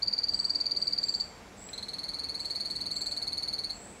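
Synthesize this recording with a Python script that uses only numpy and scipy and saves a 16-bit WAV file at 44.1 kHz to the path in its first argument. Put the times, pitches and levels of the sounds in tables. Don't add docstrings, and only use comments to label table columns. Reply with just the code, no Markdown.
import sys
import numpy as np
from scipy import signal
from scipy.fft import rfft, irfft, next_fast_len
from scipy.io import wavfile
from scipy.ndimage import uniform_filter1d

SR = 44100
rng = np.random.default_rng(int(sys.argv[2]) if len(sys.argv) > 2 else 0)


def store_pcm(level_fs):
    pcm = np.round(np.clip(level_fs, -1, 1) * 32767).astype(np.int16)
    wavfile.write(sys.argv[1], SR, np.atleast_2d(pcm).T)


N = 176400

# (frequency [Hz], relative level per Hz [dB])
AIR_SPECTRUM = [(22, -42), (31, -12), (41, 3), (70, 2), (120, 0), (200, -0.5), (380, -3), (600, -2.5),
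                (1000, -7), (1700, -10.5), (2250, -10.5), (2900, -16), (5500, -18), (7000, -20),
                (9500, -27.5), (12500, -33.5), (15500, -40)]
# (frequency [Hz], level [dB], width [Hz])
HUM_LINES = [(200.3, -63, 14.5), (293.4, -64, 4.4), (459.6, -69.5, 10)]
# (time [s], length [s], level before the room mix [dB], pitch [Hz], scatter [share])
CHIRP_CUES = [(.3, .07, -53.5, 7800, .007), (.328, .08, -54.5, 8000, .01), (.445, .05, -56, 7740, .009),
              (.76, .06, -55.5, 7950, .04), (0.998, .14, -49, 7560, .008), (1.18, 0.027, -56, 7560, .008),
              (1.565, .115, -50, 7720, .016), (2.372, .06, -56, 7680, .018), (2.66, .07, -58.5, 7900, .04),
              (2.914, .09, -46.5, 7610, .01), (3.0, .05, -54, 7800, .013), (3.705, .11, -53, 7590, .014),
              (3.79, .075, -51.5, 7960, .018)]
# (frequency [Hz], relative level [dB], time to fall 60 dB [s])
TICK_RING = [(2450, -2, 0.032), (3260, -4, 0.022), (4100, 0, 0.028), (4870, -2, 0.028)]
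# (time [s], base level [dB], base pitch [Hz])
NEAR_TRILL = [(0.0211, -23.5, 2322), (0.0729, -23.5, 2328), (0.1266, -24, 2324), (0.1787, -23.5, 2328),
              (0.232, -24, 2326), (0.283, -24, 2330), (0.3353, -23.5, 2330), (0.3898, -23.5, 2315),
              (0.4426, -23.6, 2325), (0.4949, -23.5, 2325), (0.5475, -23.5, 2325), (0.6016, -23.8, 2322),
              (0.6562, -24, 2313), (0.709, -24, 2327), (0.7622, -23.5, 2320), (0.8159, -24, 2326),
              (0.8696, -23.4, 2320), (0.9234, -24, 2323), (0.9771, -24, 2321), (1.0299, -23.5, 2320),
              (1.0834, -23.5, 2310), (1.139, -23.5, 2303), (1.1987, -23.5, 2306)]
FAR_TRILL = [(1.7318, -32.5, 2075), (1.7778, -31.5, 2110), (1.8263, -31.5, 2130), (1.8837, -32, 2150),
             (1.9331, -31.5, 2175), (1.9842, -31.5, 2185), (2.0327, -31, 2195), (2.0827, -31, 2200),
             (2.1348, -31.4, 2192), (2.1861, -30.6, 2198), (2.2343, -31.0, 2206), (2.2865, -30.4, 2202),
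             (2.3431, -31.0, 2192), (2.3944, -30.5, 2204), (2.4473, -30.3, 2198), (2.4996, -29.3, 2217),
             (2.5502, -29.0, 2207), (2.5995, -28.8, 2217), (2.6493, -29.9, 2214), (2.7009, -29.7, 2204),
             (2.7536, -29.7, 2210), (2.8051, -29.7, 2204), (2.8568, -29.8, 2208), (2.9068, -29.2, 2212),
             (2.9577, -29.1, 2210), (3.0085, -28.8, 2215), (3.0597, -28.4, 2211), (3.1117, -29.1, 2212),
             (3.1648, -29.0, 2208), (3.2171, -29.4, 2206), (3.2696, -29.0, 2204), (3.3217, -29.2, 2201),
             (3.3719, -28.0, 2216), (3.4246, -29.1, 2217), (3.4762, -29.0, 2212), (3.5282, -28.3, 2213),
             (3.5818, -29.7, 2205), (3.6363, -29.2, 2200), (3.6959, -30.9, 2178)]
# (time [s], pitch [ratio to base pitch])
NEAR_BEND = [(0, 0.91), (.004, 0.9677), (.009, 1.0038), (0.015, 1.015), (.018, 1.04)]
FAR_BEND = [(0, .92), (.001, .943), (.004, .957), (.0085, .998), (.011, 1.016), (.0135, 1.035),
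            (.0155, 1.0), (.018, .97)]
# (time [s], relative level [dB])
NEAR_ENVELOPE = [(0, -18.5), (.0006, -8.5), (.0035, -2.5), (.006, -1.7), (0.0108, 0), (.014, -8),
                 (0.017, -34)]
FAR_ENVELOPE = [(0, -14), (.0005, -5), (.0035, -5), (.006, -2), (0.0106, 0.5), (.014, -6), (.018, -39)]
# (frequency [Hz], relative level [dB])
NEAR_TIMBRE = [(2250, -38), (4200, 0), (4800, 0), (6400, -28), (6850, -22), (7100, -30), (8700, -34),
               (9400, -35), (11000, -51), (11700, -37), (13000, -53), (13600, -44), (14200, -53)]
FAR_TIMBRE = [(2200, -26), (3700, 0), (4700, 0), (6100, -22), (6900, -20), (8400, -18.5), (8700, -26),
              (8950, -16.5), (9200, -25), (10200, -25), (10500, -29), (10950, -17.5), (11300, -26),
              (12400, -35), (13500, -37), (14200, -56)]
# (delay [s], relative level [dB])
NEAR_ECHOES = [(0.002109, -.9), (0.00652, -14), (0.011044, -12.5), (0.014335, -9.5), (0.022911, -16.2),
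               (0.033, -16)]
FAR_ECHOES = [(0.004369, 0), (0.008022, -5.5), (0.012, -7), (0.0164, -6.3), (0.025858, -12),
              (0.027947, -17)]

ROOM_T60_S, ROOM_DELAY_S = .72, .008
TANK_T60_S, TANK_DELAY_S = .32, .014
CHIRP_PULSES_PER_S, CHIRP_FALL = 85, .02
JITTER, SHIMMER, FLUTTER_STEP_S = .004, .06, .0006
SECOND_HARMONIC_GAIN_DB, LOW_CUT_HZ = 1.4, 3400
WARM_UP_S, COLD_LENGTH_SHARE, COLD_BRIGHT_DB, COLD_PUSH_DB, COLD_FADE_DB = .4, .5, 4, 3.5, -12


def amp(db):
    return 10 ** (np.asarray(db) / 20)


def unit_rms(x):
    return x / np.sqrt(np.mean(x ** 2) + 1e-20)


def add(mix, start_s, sound):
    part = mix[max(round(start_s * SR), 0):][:len(sound)]
    part += sound[:len(part)]


def curve(x, table):
    return np.interp(x, *np.transpose(table))


def wander(n, step_s):
    knots = rng.standard_normal(400)
    return np.interp(np.arange(n) / SR / step_s % 399, np.arange(400), knots)


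def reverb(x, t60_s, delay_s):
    t = np.arange(SR) / SR
    fade_in = np.clip(t / delay_s - 1, 0, 1)
    tail = rng.standard_normal(SR) * np.exp(-np.log(1000) * t / t60_s) * fade_in
    return signal.fftconvolve(x, tail / np.linalg.norm(tail))[:N]


def ventilation(air_db=-50, patch_db=1.0):
    hz = np.fft.rfftfreq(4096, 1 / SR)
    points_hz, points_db = np.transpose(AIR_SPECTRUM)
    colour_db = np.interp(np.log(hz + 1), np.log(points_hz), points_db)
    real, imag, patches = rng.standard_normal((3, N // 1024 + 5, len(hz)))
    patches = uniform_filter1d(patches, size=4, axis=0)
    patches = unit_rms(uniform_filter1d(patches, size=30, axis=1))
    frames = (real + 1j * imag) * amp(colour_db + patch_db * patches)
    air = amp(air_db) * unit_rms(signal.istft(frames.T, nperseg=4096, noverlap=3072)[1][:N])
    fine_hz, white = np.fft.rfftfreq(N, 1 / SR), rfft(rng.standard_normal(N))
    hum = sum(amp(db) * unit_rms(irfft(white / (1 + (2 * (fine_hz - centre) / width) ** 2), N))
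              for centre, db, width in HUM_LINES)
    return air + hum


def chirps(octave_db=-27, direct_db=-5):
    out = np.zeros(N)
    for start, length, db, hz, scatter in CHIRP_CUES:
        t = np.arange(0, length, 1 / SR)
        cycle = t * CHIRP_PULSES_PER_S % 1
        pitch = hz * (1 + CHIRP_FALL * (.5 - cycle) + scatter * wander(len(t), step_s=.001))
        phase = 2 * np.pi * np.cumsum(pitch) / SR
        tone = np.sin(phase) + amp(octave_db) * np.sin(2 * phase)
        pulses = np.sin(np.pi * cycle) ** 2 * np.sin(np.pi * t / length) ** .7
        add(out, start, amp(db) * unit_rms(pulses * tone))
    return amp(direct_db) * out + reverb(out, ROOM_T60_S, ROOM_DELAY_S)


def tick(start_s=1.689, level_db=-43):
    out, t = np.zeros(N), np.arange(SR // 20) / SR
    for hz, db, t60 in TICK_RING:
        decay = np.exp(-np.log(1000) * t / t60)
        add(out, start_s, amp(level_db + db) * decay * np.sin(2 * np.pi * hz * t))
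    return out


def walls(x, echoes, trim_db=0):
    size = next_fast_len(N + SR // 10)
    hz = np.fft.rfftfreq(size, 1 / SR)
    paths = 1 + sum(amp(db + trim_db) * np.exp(-2j * np.pi * hz * delay) for delay, db in echoes)
    return irfft(rfft(x, size) * paths, size)[:N]


def terrarium(call, echoes, tank_db, room_db=-19.5):
    second, others = call
    early = walls(second, echoes) + walls(others, echoes, trim_db=-6.5)
    tank = amp(tank_db) * reverb(second + others, TANK_T60_S, TANK_DELAY_S)
    room = amp(room_db) * reverb(second + others, ROOM_T60_S, ROOM_DELAY_S)
    return early + tank + room


def snaps(notes, trim_db=-21, decay_s=.0006):
    out, t = np.zeros(N), np.arange(SR // 200) / SR
    for start, db, _ in notes:
        add(out, start, amp(db + trim_db) * np.exp(-t / decay_s) * rng.standard_normal(len(t)))
    return signal.sosfilt(signal.butter(3, [4000, 11500], "bandpass", fs=SR, output="sos"), out)


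def main_tone_eq(second):
    low_cut = signal.butter(3, LOW_CUT_HZ, "highpass", fs=SR, output="sos")
    return signal.sosfilt(low_cut, second) * amp(SECOND_HARMONIC_GAIN_DB)


def trill(notes, bend, envelope, timbre, warms_up):
    second, others = np.zeros((2, N))
    for start, db, hz in notes:
        cold = max(1 - (start - notes[0][0]) / WARM_UP_S, 0) if warms_up else 0
        stretch = 1 - cold * (1 - COLD_LENGTH_SHARE)
        t = np.arange(0, envelope[-1][0] * stretch, 1 / SR) / stretch
        pitch = hz * curve(t, bend) * (1 + JITTER * wander(len(t), FLUTTER_STEP_S))
        phase = 2 * np.pi * np.cumsum(pitch) / SR
        level_db = db + curve(t, envelope) + cold * (COLD_PUSH_DB + COLD_FADE_DB * t / t[-1])
        level = amp(level_db) * (1 + SHIMMER * wander(len(t), FLUTTER_STEP_S))
        for k in range(1, 8):
            stem, bright_db = (second, 0) if k == 2 else (others, cold * COLD_BRIGHT_DB)
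            add(stem, start, level * amp(bright_db + curve(k * pitch, timbre)) * np.sin(k * phase))
    return main_tone_eq(second), others


def frogs():
    near_call = trill(NEAR_TRILL, NEAR_BEND, NEAR_ENVELOPE, NEAR_TIMBRE, warms_up=False)
    far_call = trill(FAR_TRILL, FAR_BEND, FAR_ENVELOPE, FAR_TIMBRE, warms_up=True)
    near = terrarium(near_call, NEAR_ECHOES, tank_db=-13.5)
    far = terrarium(far_call, FAR_ECHOES, tank_db=-10.5)
    return near + far + snaps(FAR_TRILL)


def scene():
    return (frogs() + chirps() + tick() + ventilation())[None]


def record(dry):
    high_cut = signal.firwin(511, 15800, window=("kaiser", 9), fs=SR)
    return signal.oaconvolve(dry, high_cut[None], "same")


dry = scene()
out = record(dry)
store_pcm(out)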